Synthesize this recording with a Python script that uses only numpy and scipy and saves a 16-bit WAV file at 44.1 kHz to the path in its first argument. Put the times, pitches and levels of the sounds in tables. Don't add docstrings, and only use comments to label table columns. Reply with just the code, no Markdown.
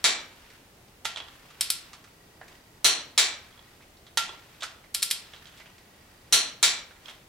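import sys
import numpy as np
from scipy import signal
from scipy.fft import rfft, irfft
from scipy.io import wavfile
from scipy.ndimage import uniform_filter1d

SR = 44100
rng = np.random.default_rng(int(sys.argv[2]) if len(sys.argv) > 2 else 0)


def gain_from_decibels(decibels):
    exponent = np.asarray(decibels, float) / 20
    return 10 ** exponent


def file_out(sig):
    cols = np.atleast_2d(sig).T
    lim = np.clip(cols, -1, 1)
    pcm = np.round(lim * 32767).astype(np.int16)
    wavfile.write(sys.argv[1], SR, pcm)


N = 321048
SPAN = 16384

# frequency in Hz, level in dB.
HUSH_COLOUR = [(12, -49), (20, -7.5), (102, -4.5), (134, -6.5), (173, -7), (211, -9), (390, -9.5),
               (449, -10.5), (488, -11.5), (702, -13), (831, -13), (1130, -16), (1870, -17.5),
               (2550, -18.5), (16200, -29.5)]
HUSH_DB = -55.5
# frequency in Hz, likeness from 0 to 1.
HUSH_LIKENESS = [(60, 1.0), (130, 0.99), (290, 0.899), (640, 0.476), (1410, 0.04), (3100, 0.087),
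                 (6820, 0.091), (15000, 0.47)]

# start in seconds, length in seconds, level in dB.
RUB = [
    (0, 0.554, -56.5),
    (1.25, 0.68, -56),
    (2.2, 0.13, -75.5),
    (2.49, 0.047, -56.5),
    (3.4, 0.332, -60.5),
    (4.33, 0.36, -57),
    (5.2, 0.416, -56.5),
    (5.7, 0.78, -65),
    (6.8, 0.11, -94),
    (7.08, 0.014, -50),
]
# frequency in Hz, level in dB per Hz.
RUB_COLOUR = [(300, -33.5), (700, -5.5), (1500, 1), (3000, -1.5), (5000, -7), (9000, -16.5), (15000, -14.5)]

# start in seconds, peak in dB, treble in dB against the peak,
# pan in dB (positive is left). The tables of the other blows of steel have the same columns.
RESETS = [
    (0.0418, -6.5, -13.5, -0.11),
    (3.1777, -5.5, -11, -1.14),
    (6.628, -6, -9.5, -0.021),
]
# frequency in Hz, level in dB per Hz.
RESET_COLOUR = [(100, -37.5), (350, -18), (900, -13), (2350, -3), (2750, -6.5), (3800, 3), (5200, -4.5),
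                (5800, 0), (6600, -6), (7500, 2.5), (8600, -11), (10300, -5), (11800, -17.5),
                (15600, -21.5)]
# frequency in Hz, level in dB under the blow, seconds to fall by 60 dB.
RESET_MODES = [(953.5, -26, 0.156), (1381.8, -21.5, 0.189), (2317, -26, 0.433), (4610, -22.5, 0.272),
               (5420, -42.5, 0.18), (5739, -26.5, 0.3), (7400, -17, 0.211), (8043, -28.5, 0.17),
               (15505, -26.5, 0.262)]

# start in seconds, peak in dB, treble in dB against the peak, # body frequency in Hz.
KNOCKS = [(0.502, -45.5, -12.5, 2100), (0.8808, -53, -15.5, 1107), (1.504, -46, -15.5, 1270),
          (1.9323, -37, -13, 1104), (2.0403, -46, -14, 1340), (2.0744, -51.5, -14, 2360),
          (2.4138, -35.5, -33.5, 1750), (2.481, -44.5, -10.5, 2030), (3.8056, -49, -31.5, 2160),
          (3.8226, -50.5, -17, 2420), (3.9698, -51.5, -8.5, 4330), (4.0665, -44, -18.5, 3630),
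          (4.6225, -25, -20.5, 3460), (4.6321, -22, -12, 1350), (4.841, -45.5, -22, 1950),
          (5.3622, -43, -19.5, 3870), (5.5384, -51, -19.5, 2940), (5.5996, -41.5, -21.5, 2120),
          (5.659, -42, -23, 2830), (5.7816, -47, -14, 2090), (5.9768, -61, -24, 1920),
          (6.9084, -45.5, -25, 1590), (6.9598, -48, -19, 1960), (7.0965, -36.5, -13.5, 3490),
          (1.1712, -27, -19.5, 3300), (4.6073, -36, -11.5, 3290), (7.083, -36, -24, 3300),
          (5.3351, -37, -21.5, 3280), (5.4694, -42, -14, 3280), (5.5746, -44, -5.5, 3300)]
# frequency in Hz, level in dB per Hz.
KNOCK_COLOUR = [(200, -48.5), (500, -6.5), (1500, -1), (3300, -1.5), (5000, -4.5), (8000, -11),
                (14000, -28.5)]
KNOCK_BODY_DB, KNOCK_BODY_OCTAVES, KNOCK_PAN_DB = 10, 0.25, -4.5

# start in seconds, peak in dB, treble in dB against the peak, pan in dB.
SEATS = [
    (1.0482, -37, -15, -21.5),
    (1.053, -19, -17.5, -4),
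    (4.173, -9.5, -14.5, -5.5),
]
# frequency in Hz, level in dB per Hz.
SEAT_COLOUR = [(120, -55), (200, -36), (933, -12), (1140, -18), (1370, -8.5), (1620, -12.5), (1940, -7),
               (2250, -9.5), (3430, -4), (4270, -8), (7140, -11.5), (12800, -18.5), (16000, -37)]
# frequency in Hz, level in dB under the blow, seconds to fall by 60 dB.
SEAT_MODES = [(920, -11, .07), (1373, -8, .21), (15510, -30, .1), (2020, -24, .05), (3350, -28, .08),
              (4600, -26, .08), (5200, -28, .08)]

# start in seconds, length in seconds, tick level in dB.
LENS = [
    (1.1, 0.51, -52),
    (2.13, 0.5, -46.5),
    (2.9, 0.81, -47),
    (5.72, .6, -46),
    (6.6, .7, -72),
]
# frequency in Hz, seconds to fall by 60 dB, level in dB.
LENS_MODES = [(1920, 0.0482, -5), (4744, 0.0194, 1.5)]

# start in seconds, peak in dB, treble in dB against the peak, pan in dB.
RATTLES = [
    (1.1602, -29, -17.5, -6),
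    (1.2024, -31.5, -28.5, -4.5),
    (1.2838, -44.5, -22.5, -13),
    (3.5268, -54, -20, -8.5),
    (3.5757, -51, -28, -8.5),
    (3.5927, -47.5, -28.5, -9.5),
    (4.2922, -33.5, -34, -6),
    (5.4554, -47, -17, -16),
    (7.0576, -40.5, -15.5, -11),
]
# frequency in Hz, level in dB per Hz.
RATTLE_COLOUR = [(180, -47), (300, -20), (787, -15.5), (955, -7.5), (2130, -15), (3290, -5), (3870, -8),
                 (7720, -28), (14000, -40.5)]
# frequency in Hz, level in dB under the blow, seconds to fall by 60 dB.
RATTLE_MODES = [(3320, -9, .06), (3370, -13, .05), (7600, -24, .05)]

# start in seconds, peak in dB, treble in dB against the peak, pan in dB.
PAWL = [
    (1.6092, -9.5, -10, -1.2),
    (1.702, -10, -7, 1.03),
    (4.9432, -25.5, -5, 0.0),
    (4.9468, -12, -9.5, -1.25),
    (5.0222, -21, -8, -1.0),
    (5.0273, -10.5, -7, -0.19),
    (5.1039, -23, -7.5, -1.0),
    (5.111, -10.5, -10, -2),
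]
# frequency in Hz, level in dB per Hz.
PAWL_COLOUR = [(250, -43.5), (900, -23.5), (1800, -16.5), (2450, -9.5), (2750, -10.5), (3700, -4),
               (4700, -4), (5400, -3.5), (6500, -13), (7600, -4.5), (10200, -4), (13400, -9), (14500, -24),
               (15600, -21.5)]
# frequency in Hz, level in dB under the blow, seconds to fall by 60 dB.
PAWL_MODES = [(1373, -33, 0.295), (2432, -24.5, 0.081), (3256, -18, 0.13), (15510, -26.5, .08),
              (3620, -18, 0.036), (4360, -15.5, 0.076), (5550, -37.5, 0.053), (7570, -26.5, 0.087),
              (8450, -37.5, 0.033), (10100, -47, 0.048)]

# start in seconds, peak in dB, treble in dB against the peak,
# pan in dB.
BREAKS = [
    (2.8449, -7.5, -12, -8.5),
    (6.3197, -42.5, -31.5, 0.5),
    (6.325, -6, -10, -2),
]
# frequency in Hz, level in dB per Hz.
BREAK_COLOUR = [(120, -48), (300, -18.5), (800, -17), (2700, -8.5), (3100, -4), (3700, -5), (4250, 3),
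                (4950, -15), (5800, -1), (6500, -7), (11200, -9.5), (12000, -22.5), (13500, -14.5),
                (15000, -24)]
# frequency in Hz, level in dB under the blow, seconds to fall by 60 dB.
BREAK_MODES = [(140, -37, .5), (813, -40, .15), (1373, -23, .28), (3036, -26, .1), (4240, -24, .05),
               (5850, -30, .04), (15510, -29, .15)]

# frequency in Hz, seconds to fall by 60 dB.
GARAGE_T60 = [(120, 0.774), (320, 0.627), (840, 0.538), (2210, 0.4505), (5820, 0.3417), (15400, 0.1778)]
# frequency in Hz, likeness from 0 to 1.
ECHO_LIKENESS = [(60, 0.75), (130, 0.91), (290, 1), (640, 0.87), (1410, 0.455), (3100, 0.379),
                 (6820, 0.397), (15000, 0.77)]
RING_ECHO_DB = -7


def at_hz(points, hz):
    table_hz, values = np.array(points).T
    return np.interp(np.log(hz + 1), np.log(table_hz), values)


def rms_one(x):
    return x / np.sqrt(np.mean(x ** 2) + 1e-20)


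def dying(size, t60):
    return gain_from_decibels(-60 * np.arange(size) / SR / t60)


def causal(db):
    cepstrum = irfft(db * np.log(10) / 20)
    cepstrum[1:len(db) - 1] *= 2
    cepstrum[len(db):] = 0
    return np.exp(rfft(cepstrum))


def spells(rows, t, rise_db, fall_db):
    gain = 0
    for start, length, db in rows:
        early = np.maximum(start - t, 0)
        late = np.maximum(t - start - length, 0)
        gain = gain + gain_from_decibels(db - rise_db * early - fall_db * late)
    return gain


def stereo_noise(size, colour, likeness):
    hz = np.fft.rfftfreq(size, 1 / SR)
    mid, side = rfft(rng.standard_normal((2, size)))
    alike = np.clip(at_hz(likeness, hz), 0, 1)
    both = np.sqrt(1 + alike) * mid + np.sqrt(1 - alike) * side * [[1], [-1]]
    return rms_one(irfft(both * gain_from_decibels(at_hz(colour, hz)), size))


def ringing(modes, ring_db, spread_db):
    t = np.arange(SPAN) / SR
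    rings = np.zeros(SPAN)
    for hz, db, t60 in modes:
        level_db = db + ring_db + spread_db * rng.standard_normal()
        rings += gain_from_decibels(level_db) * np.sin(2 * np.pi * hz * t) * dying(SPAN, t60)
    return rings


def blows(events, colour, modes, snap, chatter_s, spread_db, echo_db, ring_db=0):
    hz = np.fft.rfftfreq(SPAN, 1 / SR)
    out = np.zeros((3, N + SPAN))
    usual_db = np.median(np.array(events)[:, 2])
    for start, peak_db, treble_db, last in events:
        tilt = 0.5 * (treble_db - usual_db)
        shape = at_hz(colour, hz) + tilt * np.log2((hz + 50) / 4000)
        pan_db = last
        if not modes:
            octaves = np.log2((hz + 1) / last)
            shape += KNOCK_BODY_DB * np.exp(-(octaves / KNOCK_BODY_OCTAVES) ** 2)
            pan_db = KNOCK_PAN_DB
        body = causal(shape)
        chatter = rng.laplace(size=SPAN) * dying(SPAN, chatter_s)
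        chatter[0] = snap
        crack = irfft(rfft(chatter) * body)
        crack /= np.sqrt(np.max(uniform_filter1d(crack ** 2, size=40)) * 2)
        even = rms_one(irfft(body)) * np.std(crack)
        rings = ringing(modes, ring_db, spread_db)
        to_walls = even + rings * gain_from_decibels(RING_ECHO_DB - echo_db)
        gains = gain_from_decibels(peak_db + np.array([[pan_db / 2], [-pan_db / 2], [echo_db]]))
        i = round(start * SR)
        out[:, i:i + SPAN] += gains * np.array([crack + rings, crack + rings, to_walls])
    return out[:, :N]


def room_hush():
    return gain_from_decibels(HUSH_DB) * stereo_noise(N, HUSH_COLOUR, HUSH_LIKENESS)


def rubbing(grain_db=2.2):
    grains = gain_from_decibels(grain_db * rms_one(uniform_filter1d(rng.standard_normal(N), size=300)))
    strokes = spells(RUB, np.arange(N) / SR, rise_db=169.5, fall_db=121.5)
    return strokes * rms_one(grains * stereo_noise(N, RUB_COLOUR, ECHO_LIKENESS))


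def detent_resets():
    return blows(RESETS, RESET_COLOUR, RESET_MODES, snap=6.19, chatter_s=0.0282, spread_db=-2.0,
                 echo_db=6.5, ring_db=-0.28)


def dull_knocks():
    return blows(KNOCKS, KNOCK_COLOUR, [], snap=8.65, chatter_s=0.0966, spread_db=0, echo_db=-5)


def socket_seats():
    return blows(SEATS, SEAT_COLOUR, SEAT_MODES, snap=4.5, chatter_s=0.05, spread_db=1,
                 echo_db=-3, ring_db=-5.5)


def lens_motor(uneven_db=2.2):
    steps = np.arange(0.003, N / SR, 1 / 29.97)
    effort = spells(LENS, steps, rise_db=60, fall_db=60)
    t = np.arange(SPAN // 4) / SR
    soft_start = 1 - np.exp(-t / 0.00754)
    out = np.zeros(N)
    for hz, t60, db in LENS_MODES:
        clicks = np.zeros(N)
        luck_db = uneven_db * rng.standard_normal(len(steps))
        clicks[(steps * SR).astype(int)] = effort * gain_from_decibels(db + luck_db)
        ring = np.sin(2 * np.pi * hz * t) * dying(len(t), t60) * soft_start
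        out += signal.fftconvolve(clicks, ring)[:N]
    return out * gain_from_decibels([[-1.5], [1.5]])


def socket_rattles():
    return blows(RATTLES, RATTLE_COLOUR, RATTLE_MODES, snap=3.0, chatter_s=0.03, spread_db=1.5,
                 echo_db=-4.5, ring_db=2)


def pawl_ticks():
    return blows(PAWL, PAWL_COLOUR, PAWL_MODES, snap=3.5, chatter_s=0.036, spread_db=2.5,
                 echo_db=-5.5, ring_db=-6)


def detent_breaks():
    return blows(BREAKS, BREAK_COLOUR, BREAK_MODES, snap=5.87, chatter_s=0.02206, spread_db=0.5,
                 echo_db=10.0, ring_db=-0.35)


def garage(feed, gap_s=0.0039, spiky=0.258):
    size = 2 * SPAN
    noise = stereo_noise(size, [(20, 0.0041), (20000, 0.014)], ECHO_LIKENESS)
    noise *= np.exp(spiky * rng.standard_normal(size) * dying(size, 3.2))
    hz, t, frames = signal.stft(noise, SR, nperseg=256)
    frames *= gain_from_decibels(-60 * t / at_hz(GARAGE_T60, hz)[:, None])
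    tail = signal.istft(frames, SR, nperseg=256)[1][:, :size]
    tail *= 1 - np.exp(-(np.arange(size) / SR / gap_s) ** 2)
    tail /= np.sqrt(np.sum(tail ** 2) / 2)
    return signal.fftconvolve(feed[None], tail, axes=1)[:, :N]


def close_ports(pair, top=0.549):
    rounded = top * np.tanh(pair / top)
    pair = signal.sosfilt(signal.butter(2, 112, "high", fs=SR, output="sos"), rounded)
    mid, side = (pair[0] + pair[1]) / 2, (pair[0] - pair[1]) / 2
    side = signal.lfilter(*signal.butter(1, 350, "high", fs=SR), side)
    late_right = signal.lfilter([0.25, 0.75], [1], mid - side)
    return np.array([mid + side, late_right])


def scene():
    steel = detent_resets() + dull_knocks() + socket_seats()
    steel += socket_rattles() + pawl_ticks() + detent_breaks()
    heard = close_ports(steel[:2] + garage(steel[2]) + rubbing())
    return heard + room_hush() + lens_motor()


def camera_treble(x, mask_db=-47, side_db=-12, top_db=-30):
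    hz, _, frames = signal.stft([x[0] + x[1], x[0] - x[1]], SR, nperseg=512)
    power = np.abs(frames[0]) ** 2
    luck = uniform_filter1d(rng.standard_normal(power.shape), size=4, axis=0)
    luck = rms_one(uniform_filter1d(luck, size=8, axis=1))
    band = uniform_filter1d(uniform_filter1d(power, size=4, axis=0), size=6, axis=1)
    masked = band < gain_from_decibels(2 * mask_db + 7 * luck) * power.sum(axis=0)
    frames[:, masked & (hz[:, None] > 11300)] = 0
    frames[1, hz > 9800] *= gain_from_decibels(side_db)
    frames[:, hz > 15850] *= gain_from_decibels(top_db)
    mid, side = signal.istft(frames, SR, nperseg=512)[1][:, :N] / 2
    return np.array([mid + side, mid - side])


def top_cut(x):
    return signal.sosfilt(signal.butter(12, 16970, fs=SR, output="sos"), x)


def record(dry):
    mix = camera_treble(dry)
    return top_cut(mix)


dry = scene()
out = record(dry)
file_out(out)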